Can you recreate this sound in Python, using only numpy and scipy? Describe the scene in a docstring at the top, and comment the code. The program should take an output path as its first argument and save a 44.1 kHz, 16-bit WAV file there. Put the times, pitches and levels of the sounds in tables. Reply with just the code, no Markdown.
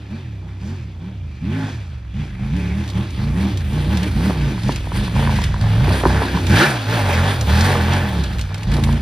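"""A three-cylinder motorcycle with uneven firing climbs a rocky forest trail towards the listener, turns and pulls away.
The throttle is blipped all the time and the rear wheel slips, so speed and exhaust note keep swinging.
Engine orders are sines; firing pulses and gusts of noise ring the silencer and the tail pipe; bright noise is the hiss.
Stones knock a modal sump guard, gravel spits as short noise bursts, a breathy whine passes and trees echo dully."""
import sys
import numpy as np
from scipy import signal
from scipy.fft import rfft, irfft, next_fast_len
from scipy.io import wavfile
from scipy.ndimage import uniform_filter1d

SR = 44100
rng = np.random.default_rng(int(sys.argv[2]) if len(sys.argv) > 2 else 0)


def wav_out(sig):
    """Save sig, one row per channel (or a flat mono array), as 16-bit PCM at SR to the path in sys.argv[1]."""
    wavfile.write(sys.argv[1], SR, np.round(np.clip(np.atleast_2d(sig).T, -1, 1) * 32767).astype(np.int16))


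N = 397341

# firing points as shares of the engine cycle: gaps of 270, 270 and 180 degrees of crank
FIRING = np.array([0, 3, 6]) / 8
# colour of the note as load and heading change:
# t/s, further level of order 2/dB, of order 3/dB, of order 5/dB, of the upper orders re order 5/dB
COLOUR = [(0, -2, 0, 5, 0), (.16, -3, 0, -1, -4), (.32, -1, 0, 7, -2), (.48, -1.5, 4, -3, 0),
          (.7, -2.5, 1, 0, -3), (.85, 0.5, -2, 6, -2), (1, -2, 0, 2, 0), (1.25, -1, 0, 3, -4),
          (1.36, -4, 0, -2, -8), (1.42, -8, -5, -3, 0), (1.47, 0, 0, 0, 4), (1.6, -2, 1, 1, -2),
          (1.75, 0, -2, 5, 0), (1.9, -5, 0, 2, -8), (2.08, -4, 0, -4, -6), (2.2, -3, 0, 1, 0),
          (2.33, 8.5, -3, 6, 0), (2.45, -0.5, 0, 0, 0), (2.7, 1.5, 0, 0, 4), (3.05, -4.5, 0, 0, 0),
          (3.3, 0.5, 0, 0, 0), (3.55, -4, 0, 5, 0), (3.8, -1, 0, 0, 0), (4.1, 0, 0, 3, 0),
          (4.3, -1.5, 0, 0, 0), (4.55, 2.5, -3, 6, 0), (4.7, -0.5, -8, 0, 0), (4.8, 4, -2, -4, -10),
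          (4.9, -3, 0, -4, 0), (5.1, -1, 0, 3, 0), (5.3, -2.5, 0, 1, 0), (5.5, 7.5, 1, -2, 0),
          (5.65, 0, -7, 0, -3), (5.8, -11, -8, 6, -13), (5.92, -1, 2, -4, 0), (6.0, 2, -5, 6, 8),
          (6.07, -3, -2, -3, 10), (6.2, -4.5, 1, -3, 10), (6.29, 0, -3, 8, 8), (6.38, -3.5, -6, 2, -2),
          (6.46, -1, 4, 8, 0), (6.52, -1, 0, -1, 9), (6.565, 0, 0, 5, 3), (6.6, -2.5, -2, 3, -2),
          (6.64, -13, -3, 0, -4), (6.675, 12, -6, 6, -8), (6.73, 2, -9, 8, -8), (6.85, -3.5, -6, 10, -8),
          (6.95, 2.5, 0, 1, 0), (7.15, -2, -2, 3, 0), (7.35, -2, 3, 0, -4), (7.55, -2, -2, -2, 3),
          (7.7, -2.5, -3, -1, 4), (7.95, -2, 2, 1, 0), (8.1, -3.5, 0, 0, 0), (8.25, 5.5, -4, 4, 6),
          (8.4, 1, 4, 2, -4), (8.55, 1, -4, 4, -6), (8.68, -1.5, -5, -2, -6), (8.78, 2, 0, 0, 4),
          (8.9, -6, -1, 1, 2), (9, 3.5, 0, 0, 2)]


def from_db(db):
    """Decibels to gain."""
    return 10 ** (np.asarray(db) / 20)


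def rms_one(x):
    """Scale to unit rms."""
    return x / np.sqrt(np.mean(x ** 2) + 1e-20)


def in_time(rows):
    """Table columns as one value per sample."""
    s, *columns = np.transpose(rows)
    return [np.interp(np.arange(N) / SR, s, c) for c in columns]


def at_hz(points, hz):
    """Read a spectrum table on a log-frequency axis."""
    table = np.array(points)
    return np.interp(np.log(hz), np.log(table[:, 0]), table[:, 1])


def drift(rate_hz):
    """Slow chance with spread 1: noise through a two-pole lowpass, run at every 40th sample."""
    r = np.exp(-80 * np.pi * rate_hz / SR)
    noise = rng.standard_normal(N // 40 + 2002)
    slow = signal.lfilter([1], [1, -2 * r, r * r], noise)[2000:]   # start-up left out
    return np.interp(np.arange(N) / 40, np.arange(len(slow)), rms_one(slow))


def resonate(x, modes):
    """Parallel resonances (f/Hz, width/Hz, level/dB) with alternating signs."""
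    out = 0
    for k, (hz, width_hz, level_db) in enumerate(modes):
        r = np.exp(-np.pi * width_hz / SR)
        b = (1 - r * r) / 2 * np.array([1, 0, -1])
        a = [1, -2 * r * np.cos(2 * np.pi * hz / SR), r * r]
        out = out + (-1) ** k * from_db(level_db) * signal.lfilter(b, a, x + 1e-18)
    return out


def evened(x, seconds):
    """Hold the running rms at 1."""
    return x / np.sqrt(uniform_filter1d(x ** 2, int(seconds * SR)) + 1e-12)


def widen(mid, side, hz):
    """Two capsules hear partly alike noise; how alike depends on frequency."""
    likeness = [(60, 1), (400, 0.92), (1000, 0.79), (2400, 0.68), (6000, 1), (15000, 0.71)]   # f/Hz, left-right likeness (0-1)
    alike = np.clip(at_hz(likeness, hz), 0, 1)
    return np.sqrt(1 + alike) * mid + np.sqrt(1 - alike) * side * [[1], [-1]]


def riding():
    """Throttle blips drive cycle rate, load 0-1, note and tilt, coasting note, surge of gas flow and further bark."""
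    # throttle blips: opens t/s, pull ends t/s, shuts t/s, cycle rate before f/Hz, cycle rate after the pull f/Hz,
    # exhaust note level/dB, its tilt/dB per octave, surge of gas flow/dB, further bark/dB,
    # deep note when coasting afterwards level/dB
    rows = np.array([(-.1,-.05,-.02,36,42, -33,0,3,3,-33), (.08,.17,.2,33,48, -29,2,6,1,-29),
                     (.42,.5,.54,31,33, -31,0,1,0,-30), (.59,.73,.76,31,48, -27,1,10,1,-28),
                     (.99,1.1,1.12,28,39, -32,2,5,2,-27), (1.39,1.56,1.69,23,54, -23,1,18,0,-27),
                     (2.12,2.22,2.26,20,30.5, -24,1,10,5,-30), (2.37,2.46,2.51,22.5,26.5, -26,2,6,2,-28),
                     (2.51,2.57,2.7,26.5,37, -22,2,11,3,-28), (2.7,2.8,2.84,35,41, -23,2,9,3,-25),
                     (2.92,3.03,3.04,32,42, -18,-1,8,4,-25), (3.16,3.28,3.32,22,29, -21,1,5,2,-23),
                     (3.32,3.43,3.5,29,40, -21,1,11,4,-19), (3.7,3.78,3.87,24,31, -20,1,8,4,-25),
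                     (3.87,3.94,4.0,28.5,42, -18,0,11,4,-26), (4.0,4.06,4.07,34,39, -23,3,9,6,-18),
                     (4.135,4.28,4.36,23,40, -19,0,11,3,-27), (4.36,4.5,4.52,32,27, -22,1,7,3,-25),
                     (4.62,4.71,4.72,21,28, -20,0,8,2,-20), (4.91,4.99,5.05,18,26, -18,0,9,2,-23),
                     (5.12,5.2,5.41,20.5,28.5, -16,0,11,0,-17), (5.59,5.64,5.76,18,22, -15,1,8,-3,-28),
                     (5.76,5.93,5.97,21,34, -15,-3,11,1,-22), (6.03,6.17,6.23,28,35, -15,-5,10,2,-25),
                     (6.31,6.36,6.39,31,35, -16,-2,8,3,-22), (6.47,6.655,6.67,29,76, -12,-3,19,-2,-21),
                     (6.85,6.95,7.0,51,59, -18,-9,11,-2,-22), (7.0,7.15,7.18,52,42, -19,-7,10,-2,-20),
                     (7.18,7.3,7.32,41,51, -15,-7,11,0,-20), (7.45,7.53,7.6,33,39, -15,-6,11,-2,-18),
                     (7.6,7.66,7.83,41,48.5, -14,-4,12.5,-2,-22), (7.83,7.97,8.09,40,47, -17,-4,12,-2,-24),
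                     (8.09,8.19,8.24,39,34.5, -22,-2,6,4,-23), (8.48,8.6,8.65,18,21, -27,4,2,0,-26),
                     (8.65,8.75,8.82,21,31, -17,0,11,5,-22), (8.82,8.95,8.98,27,29, -15,0,9,0,-22),
                     (9.1,9.2,9.21,20,35, -20,0,5,0,-22)])
    joined_s = .035   # a shorter gap between blips keeps the throttle open and the load on
    held_sag_per_s, coast_s = 15, .15   # Hz lost per s while held; time constant of the glide after shutting
    open_s, shut_s_long, shut_early_s = 0.029, 0.081, 0.038   # load comes, goes, and starts to go this early
    surge_start, surge_start_db = 0.95, 5.5   # largest share and dB there at once; a bigger surge swells on
    surge_tops = 0.69   # share of the pull after which the surge is full
    surge_fall_db_per_s = 27   # after shutting
    surge_sag_db_per_oct, note_sag_db_per_oct = 16, 23   # both sink as the speed drops below its value after the pull

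    t = np.arange(0, N + 64, 64) / SR   # one control value per 64 samples
    per_s, sag, load, surge_db, more_db = np.zeros((5, len(t)))
    for row, (next_s, next_low) in zip(rows, rows[1:, [0, 3]]):
        s, pulled_s, shut_s, low, pulled, _, _, peak_db, bark_db, _ = row
        joined = next_s - shut_s < joined_s
        u, pull = t - s, pulled_s - s
        shut = max((next_s if joined else shut_s) - s, pull + 1e-3)
        rest = max(next_s - s - shut, 1e-3)

        # speed moves to its value after the pull, glides while held, then glides to where the next blip starts
        end = next_low if joined else pulled - held_sag_per_s * (shut - pull)
        fall = np.exp(-np.clip(u - shut, 0, rest) / coast_s)
        last = np.exp(-rest / coast_s)
        coast = next_low + (end - next_low) * (fall - last) / (1 - last)
        speed = np.where(u < shut, np.interp(u, [0, pull, shut], [low, pulled, end]), coast)
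        below_pulled = np.log2(pulled / speed) * (u > pull)   # octaves
        here = (u >= 0) & (t < next_s)
        per_s[here], sag[here] = speed[here], below_pulled[here]

        closing = 1 - (u - shut + (-open_s if joined else shut_early_s)) / shut_s_long
        load = np.maximum(load, np.clip(np.minimum(u / open_s, closing), 0, 1))

        at_once = min(surge_start, surge_start_db / max(peak_db, .1))
        rise_s = [0, min(open_s, pull / 2), max(surge_tops, .6) * pull]
        rise = np.interp(u, rise_s, [0, at_once, 1])
        decay_db = surge_fall_db_per_s * np.maximum(u - shut, 0)
        swell_db = peak_db * rise - surge_sag_db_per_oct * below_pulled - decay_db
        more_db = np.where(swell_db > surge_db, bark_db * swell_db / max(peak_db, .1), more_db)
        surge_db = np.maximum(surge_db, swell_db)

    loaded_db, tilt_db = rows[np.searchsorted(rows[:, 0], t) - 1][:, 5:7].T
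    loaded_db = loaded_db - note_sag_db_per_oct * sag
    coasting_db = rows[np.searchsorted(rows[:, 1], t) - 1, 9]
    controls = (per_s, load, loaded_db, tilt_db, coasting_db, surge_db, more_db)
    return [np.interp(np.arange(N) / SR, t, uniform_filter1d(c, size=15)) for c in controls]


def main_orders(per_s, load, loaded_db, tilt_db, coasting_db):
    """Under load all three main orders sound; coasting, mostly the third, and only deep."""
    # order, level under load/dB, level coasting at 40 cycles per s/dB, further level/dB per octave of speed
    order_levels = [(2, 2, -1.5, 5), (3, -2.5, 2, 4.5), (5, 0.5, -2, 2.5)]
    # how the exhaust passes the orders: f/Hz, level/dB
    pipe_response = [(35, -10), (50, -2.5), (70, -1), (100, -1), (140, -2.5), (190, -2.5), (250, -3.5),
                     (380, 6)]
    coasting_cut_hz, coasting_cut_db_per_oct = 110, 22
    change_dip_db = 3   # the note falters while the load comes or goes
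    dip_db = change_dip_db * np.sin(np.pi * load) ** 2
    levels_db = []
    for (order, load_db, coast_db, slope_db), colour_db in zip(order_levels, in_time(COLOUR)):
        hz = order * per_s
        cut_db = coasting_cut_db_per_oct * np.maximum(np.log2(hz / coasting_cut_hz), 0)
        pulling_db = loaded_db + load_db
        idle_db = coasting_db + coast_db + slope_db * np.log2(per_s / 40) - cut_db
        mix_db = load * pulling_db + (1 - load) * idle_db
        levels_db.append(mix_db + at_hz(pipe_response, hz) + tilt_db * np.log2(hz / 100) - dip_db + colour_db)
    return levels_db


def exhaust_note(cycle, per_s, levels_db):
    """The engine orders as sines, phased by the firing pattern and the silencer, over a lumpy rumble."""
    # order, level re order 2/dB, further dB per octave below 45 cycles per s (one octave at most)
    weak_orders = [(1, -13, -30), (4, -17.5, 14.5), (6, -21.5, 8), (7, -28, 22)]
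    # order, level re order 5 below the silencer's cut/dB
    upper_orders = [(8, -5.5), (11, -12), (13, -27.5)]
    # the silencer's chamber lifts upper orders that cross it: f/Hz, width/octaves, lift/dB
    peak_hz, octaves, peak_db = (338, 1, 4.8)
    # the chamber shifts the orders' phase: f/Hz, shift/degrees
    silencer_turn = [(128, 0), (145, 55), (180, 180), (220, 270), (270, 205), (360, 190)]
    silencer_cut_hz, cut_db_per_oct = 205, 19.1

    orders = dict(zip((2, 3, 5), levels_db))
    for order, rel_db, slope_db in weak_orders:
        orders[order] = levels_db[0] + rel_db + slope_db * np.clip(np.log2(45 / per_s), 0, 1)
    upper_db = in_time(COLOUR)[3]
    for order, rel_db in upper_orders:
        hz = order * per_s
        above = np.maximum(np.log2(hz / silencer_cut_hz), 0)   # octaves past the cut
        lift = np.exp(-(np.log2(hz / peak_hz) / octaves) ** 2)
        orders[order] = levels_db[2] + rel_db - cut_db_per_oct * above + peak_db * lift + upper_db

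    out = 0
    for order, level_db in orders.items():
        firing_phase = np.angle(np.exp(-2j * np.pi * order * FIRING).sum())
        phase = firing_phase + np.radians(at_hz(silencer_turn, order * per_s))
        gain = np.sqrt(2) * from_db(level_db + 2.0 * drift(14))
        out = out + gain * np.cos(2 * np.pi * order * cycle + phase)
    rumble = resonate(rng.standard_normal(N), [(77.0, 34, -8.5), (145.0, 51.0, 9.0)])
    return out + from_db(np.max(levels_db, axis=0) - 17) * rms_one(rumble)


def firings(cycle):
    """A unit click at each firing point of the cycle."""
    return sum(np.diff(np.floor(cycle - point), prepend=np.floor(cycle[0] - point)) for point in FIRING)


def puffs(clicks, decay_s, spread_db):
    """Each firing opens a gust of gas of its own strength that dies away."""
    strong = clicks * from_db(spread_db * rng.standard_normal(N))
    gust = signal.lfilter([1], [1, -np.exp(-1 / (decay_s * SR))], strong)
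    return gust / uniform_filter1d(gust + 1e-9, SR // 12)


def bark(clicks, level_db):
    """Firing pulses and some turbulence ring in the silencer."""
    silencer = [(213.6, 119, 1), (328.4, 158, -1), (418, 82, -8)]   # silencer resonances: f/Hz, width/Hz, level/dB
    air_db = -7   # turbulence re firing pulses
    pulses = clicks * from_db(2.0 * rng.standard_normal(N))
    air = puffs(clicks, 0.022, 8.1) * rng.standard_normal(N)
    rung = evened(resonate(pulses, silencer), 0.027) + from_db(air_db) * rms_one(resonate(air, silencer))
    highpass = signal.butter(4, 190, "high", fs=SR, output="sos")
    return from_db(level_db) * rms_one(signal.sosfilt(highpass, rung))


def rasp(clicks, load, modes, level_db):
    """Each firing under load knocks the tail pipe's resonances and blows a gust of gas through them."""
    gate = .8 + puffs(clicks, .005, 2.5)
    uneven = clicks * from_db(1.5 * rng.standard_normal(N))
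    blows = load * evened(uneven, .1) * from_db(8)
    out = 0
    for mode in modes:
        hz, width_hz, _ = mode
        mid, side = gate * rng.standard_normal((2, N))
        once = resonate(np.array([mid + blows, side]), [mode])
        mid, side = resonate(once, [(hz, width_hz, 0)])   # twice for steep flanks
        out = out + from_db(1.3 * drift(5)) * widen(mid, side, hz)
    return from_db(level_db) * rms_one(out)


def hiss(clicks, level_db, treble_db):
    """Valve gear, chain and thrown dirt: bright noise, throbbing a little with the firings, with fine grit in it."""
    hiss_spectrum = [(900, -9.5), (1800, -2.5), (2500, -3.5), (3600, -5), (4700, -6.5), (6500, -22),
                     (8500, -24.5), (10300, -5), (12200, -58), (14200, -21), (16000, -16.5)]   # f/Hz, relative level/dB per Hz
    path = [(0, 22), (2, 22), (4, 3.4), (5.5, 9.3), (7.5, 2.1), (9, 9.3)]   # listener to bike: t/s, distance/m
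    casing = [(2367, 42, -14.5), (2617, 320, -14.5), (3400, 1130, -12.5), (4360, 4100, -13)]   # engine casing rings: f/Hz, width of each of two passes/Hz, level re hiss/dB
    air_db_per_m = -0.725   # loss at 10 kHz, growing with frequency

    grit = (rng.random(N) < 250 / SR) * from_db(0.47 * np.minimum(rng.exponential(1, N), 4))
    grit_tails = signal.lfilter([1], [1, -np.exp(-1 / (0.0032 * SR))], grit)
    gate = 5.7 + puffs(clicks, 0.011, 4.0) + 1.6 * grit_tails
    white = gate * rng.standard_normal((2, 2, N))   # neighbouring bands take turns with two noise pairs
    (metres,) = in_time(path)
    flicker_db = 1.4 * drift(14)   # all bands together
    edges = 900 * 2 ** np.arange(0, 4.5, .4)
    out = 0
    for k, (low, high) in enumerate(zip(edges, edges[1:])):
        band = signal.butter(2, [low, high], "band", fs=SR, output="sos")
        mid, side = signal.sosfilt(band, white[k % 2])
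        hz = np.sqrt(low * high)
        air_db = air_db_per_m * metres * (hz / 10000) ** 1.08
        tilt_db = treble_db * np.clip(np.log2(hz / 5000), 0, 1)
        band_db = at_hz(hiss_spectrum, hz) + air_db + tilt_db + flicker_db + 1.9 * drift(5.6)
        out = out + from_db(band_db) * widen(mid, side, hz)
    out = rms_one(out)

    for hz, width_hz, rel_db in casing:
        ring = [(hz, width_hz, 0)]
        mid, side = resonate(resonate(white[0, :, ::-1], ring), ring)   # the bands' noise, reversed in time
        out = out + from_db(rel_db + 2.5 * drift(3)) * rms_one(widen(mid, side, hz))
    return from_db(level_db) * out


def whine():
    """A breathy whine while the bike comes head-on: a narrow band of noise on a wandering pitch."""
    hz, level_db = in_time([(2.1, 2380, -62), (2.2, 2390, -44), (2.32, 2245, -56), (2.45, 2306, -47),
                            (2.55, 2453, -49), (2.7, 2230, -41), (2.85, 2254, -51), (3.0, 2240, -71)])   # t/s, pitch f/Hz, level/dB
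    turns = 2 * np.pi * np.cumsum(hz) / SR
    breath = drift(260) * np.cos(turns) + drift(260) * np.sin(turns)
    return from_db(level_db) * from_db(3 * drift(25)) * breath


def knocks():
    """Each stone strikes every mode of the sump guard; brightness tilts the modes up to 1 kHz."""
    # stones on the guard: t/s, relative level/dB, brightness/dB per octave about 700 Hz
    stones = [(4.298, -16, -17), (4.306, -13.5, -6), (4.578, -24, -2), (4.692, -8, -6.5), (4.857, -36, 3),
              (4.871, -22, -6), (4.918, -17, 0), (4.96, -27, 7), (5.079, -24, 10), (5.163, -20, 7),
              (5.193, -16, -2), (5.224, -16.5, 6), (5.273, -21, 19), (5.293, -16, 5), (5.319, -27, 3),
              (5.387, -21, 9), (5.416, -25, 3), (5.541, -24, 22), (5.562, -29, 12), (5.88, -14.5, -16),
              (5.905, -15, -5), (6.012, -23, 12), (6.036, -6.5, -7), (6.053, -4.5, 10.5),
              (6.057, -9, -17.5), (6.066, -17, 14), (6.219, -8, 0.5), (6.231, -17, 4), (6.25, -22, 14),
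              (6.348, -26, 20), (6.372, -22.5, 14), (7.093, -15, -7), (7.298, -29, -2), (7.754, -15, -5),
              (7.805, -21, 0), (7.883, -19, 7), (8.13, -25, -15), (8.516, -26, 2), (8.784, -15, -12),
              (8.872, -20, -6), (8.89, -18, -2), (8.954, -31, 3)]
    # ringing modes of the guard: f/Hz, relative level/dB, time to fall by 60 dB/s
    guard = [(285, -4.5, 0.023), (374, 0, 0.042), (577, 21, 0.003), (962, 10, 0.03), (1110, 7, 0.012),
             (1490, 4.5, 0.011), (1790, -3, 0.015)]
    contact_hz = 2700   # stone on metal is a blunt contact: little above this
    s, hit_db, bright_db = np.transpose(stones)
    out, chance = np.zeros(N), rng.standard_normal((len(s), len(guard)))
    for k, (hz, level_db, t60) in enumerate(guard):
        tilt_db = bright_db * np.log2(min(hz, 1000) / 700)
        strike_db = hit_db + level_db - 10 + tilt_db + 2.0 * chance[:, k]
        clicks = np.zeros(N)
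        clicks[(s * SR).astype(int)] = (-1) ** k * from_db(strike_db)
        r, w = from_db(-60 / (t60 * SR)), 2 * np.pi * hz / SR
        out += signal.lfilter([0, np.sin(w)], [1, -2 * r * np.cos(w), r * r], clicks + 1e-18)
    return signal.sosfilt(signal.butter(2, contact_hz, fs=SR, output="sos"), out)


def gravel():
    """A short crunch of noise with a weaker, longer tail, a broad colour for each stone."""
    spits = [(2.564, -32, 2820), (2.877, -28, 2995), (2.8884, -29, 3570), (2.9, -24.5, 3600),
             (3.105, -30, 3032), (3.5728, -23, 3200), (3.731, -31, 2500), (3.9712, -17.5, 2870),
             (4.0075, -30, 3020), (4.0296, -20, 3094), (4.632, -29, 3480), (4.682, -25.5, 3530),
             (4.7205, -21, 3180), (4.759, -19, 2640), (4.9605, -30, 4130), (5.044, -33, 3000),
             (5.417, -22, 3280), (5.4382, -15, 2660), (5.5406, -32, 2660), (5.611, -23, 2669),
             (6.467, -16.5, 2497), (7.187, -25, 4177), (7.41, -17, 5430), (7.608, -12.5, 4400),
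             (7.933, -20, 3670), (8.237, -20.5, 3060), (8.383, -24.5, 2760), (8.392, -19.5, 1500),
             (8.411, -20, 3640), (8.543, -20.5, 2300), (8.58, -29, 3780), (8.631, -23, 2600),
             (8.716, -22, 2526), (8.738, -19.5, 3100), (8.766, -23.5, 3550), (8.837, -14, 2500),
             (8.926, -23.5, 1890)]   # t/s, relative level/dB, centre f/Hz
    out, t = np.zeros((2, N + 2000)), np.arange(2000) / SR
    crunch, tail = np.exp(-t / 0.0032), 0.15 * np.exp(-t / 0.025)
    shape = (1 - np.exp(-t / 0.001)) * (crunch + tail)
    for s, level_db, hz in spits:
        mid, side = rng.standard_normal((2, 2000)) * shape
        burst = resonate(widen(mid, side, hz), [(hz, 2000, 0), (9500, 4000, -20)])
        start = int(s * SR)
        out[:, start:start + 2000] += from_db(level_db - 16) * rms_one(burst)
    return out[:, :N]


def trees(x):
    """A few dull echoes from bank and trunks, other ones on each side."""
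    dull, out = signal.lfilter([.2], [1, -.8], x), np.zeros((2, N))
    lags = (rng.uniform(0.004, 0.0197, 8) * SR).astype(int)
    for k, lag in enumerate(lags):
        out[k % 2, lag:] += dull[:-lag] * (-1) ** (k // 2)
    return out


def scene():
    """The motorcycle and the ground under it: engine controls shape the exhaust and hiss, and the layers add up."""
    # base levels of each layer over time, before the throttle surge is added:
    # t/s, bark/dB, low rasp/dB, high rasp/dB, hiss/dB, further treble of the hiss/dB
    base_levels = [(0, -42.5, -51, -60, -47.5, 0), (1.2, -45.5, -54, -66, -50.5, -5),
                   (1.46, -48, -55, -71, -49.5, 1), (1.6, -41, -48.5, -56.5, -48, 6),
                   (1.72, -46, -48, -56.5, -47, 0), (1.85, -48, -48, -50, -47, 0),
                   (2.05, -53, -55, -65, -51.5, -2), (2.5, -43.5, -50, -57, -45.5, 4),
                   (3, -39.5, -43.5, -56, -41.5, 0.5), (3.5, -37, -42.5, -59, -42, 2.5),
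                   (4, -35, -40.5, -50, -40, 2), (4.45, -33.5, -40.5, -49, -39.5, -1),
                   (4.9, -40, -42, -50, -40.5, 0.5), (5.25, -37.5, -36.5, -48, -37, 4),
                   (5.6, -41, -39, -47, -38.5, -0.5), (5.88, -34.5, -33.5, -45, -37, 5.5),
                   (6.03, -34, -32, -36.5, -33, 4), (6.18, -32.5, -31.5, -37.5, -37.5, 3.5),
                   (6.3, -29.5, -35.5, -37, -33.5, 1.5), (6.42, -32, -35.5, -42, -37, 3.5),
                   (6.52, -22.5, -29, -33.5, -29.5, 1), (6.66, -38.5, -31, -38, -34.5, 2.5),
                   (6.83, -36, -35.5, -45, -36, -1.5), (7, -31, -29, -37.5, -33.5, 3),
                   (7.4, -38, -29.5, -39.5, -34.5, 0.5), (7.55, -35.5, -32.5, -39, -34, -1),
                   (7.7, -31, -28.5, -37.5, -32, 1.5), (8, -31.5, -34.5, -42, -36, 1),
                   (8.15, -35, -37, -49, -36, 1), (8.3, -36, -35.5, -41, -39, 3),
                   (8.48, -50, -43, -44, -44, 3), (8.66, -40.5, -42.5, -49, -43, -3),
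                   (8.76, -40.5, -37.5, -52, -39, 4), (9, -37.5, -41.5, -49, -44.5, 3.5)]
    # how far bark, low rasp, high rasp and hiss follow the surge (share of its dB)
    surge_shares = (0.81, 0.62, 1.11, 0.64)
    # tail pipe resonances: f/Hz, width of each of two passes/Hz, relative level/dB
    low_modes = [(421, 280, -1.5), (585.5, 102, -1.5), (764, 420, -1), (845.4, 59, -6), (1040, 280, -11.5)]
    high_modes = [(1420, 440, 2), (1506, 72, 4), (1625, 88, 4.5), (1728, 114, 5), (1870, 260, -7.5)]
    treble_lag = 0.12   # the treble of the hiss follows the surge less

    per_s, *note, surge_db, more_db = riding()
    load = note[0]
    *base_db, treble_db = in_time(base_levels)
    bark_db, low_db, high_db, hiss_db = (db + share * surge_db for db, share in zip(base_db, surge_shares))
    orders_db = main_orders(per_s, *note)
    cycle = np.cumsum(per_s) / SR + .005 * drift(12)   # the crank speed wavers
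    clicks = firings(cycle)
    low = exhaust_note(cycle, per_s, orders_db) + bark(clicks, bark_db + more_db) + knocks()
    pipe = rasp(clicks, load, low_modes, low_db) + rasp(clicks, load, high_modes, high_db)
    bright = hiss(clicks, hiss_db, treble_db - treble_lag * surge_db)
    return low + from_db(-30.5) * trees(low) + pipe + bright + whine() + gravel()


def record(dry):
    """The two capsules differ in phase and level; deep bass is rolled off, peaks are rounded, the top is cut."""
    capsules = np.array([(200, 0.013, -1), (726, -0.016, 0), (1490, -0.9, -1), (2950, 0.87, 0.7),
                         (4930, -0.79, -1), (7900, -2.13, -0.5), (15100, -0.8, -0.1)])   # f/Hz, left's phase lead/radians, left-right level/dB
    cutoff_hz = 15700
    size = next_fast_len(N + 4096)
    hz = np.maximum(np.arange(size // 2 + 1) * SR / size, 1)
    lead, left_db = (at_hz(capsules[:, [0, k]], hz) for k in (1, 2))
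    half = from_db(left_db / 2) * np.exp(.5j * lead)   # each side takes half of the difference
    x = irfft(rfft(dry, size) * [half, 1 / half], size)[:, :N]
    x = signal.sosfilt(signal.butter(3, 40, "high", fs=SR, output="sos"), x)
    rounded = 1.087 * np.tanh(x / 1.195)
    return signal.sosfilt(signal.cheby2(24, 80, cutoff_hz, fs=SR, output="sos"), rounded)


dry = scene()
out = record(dry)
wav_out(out)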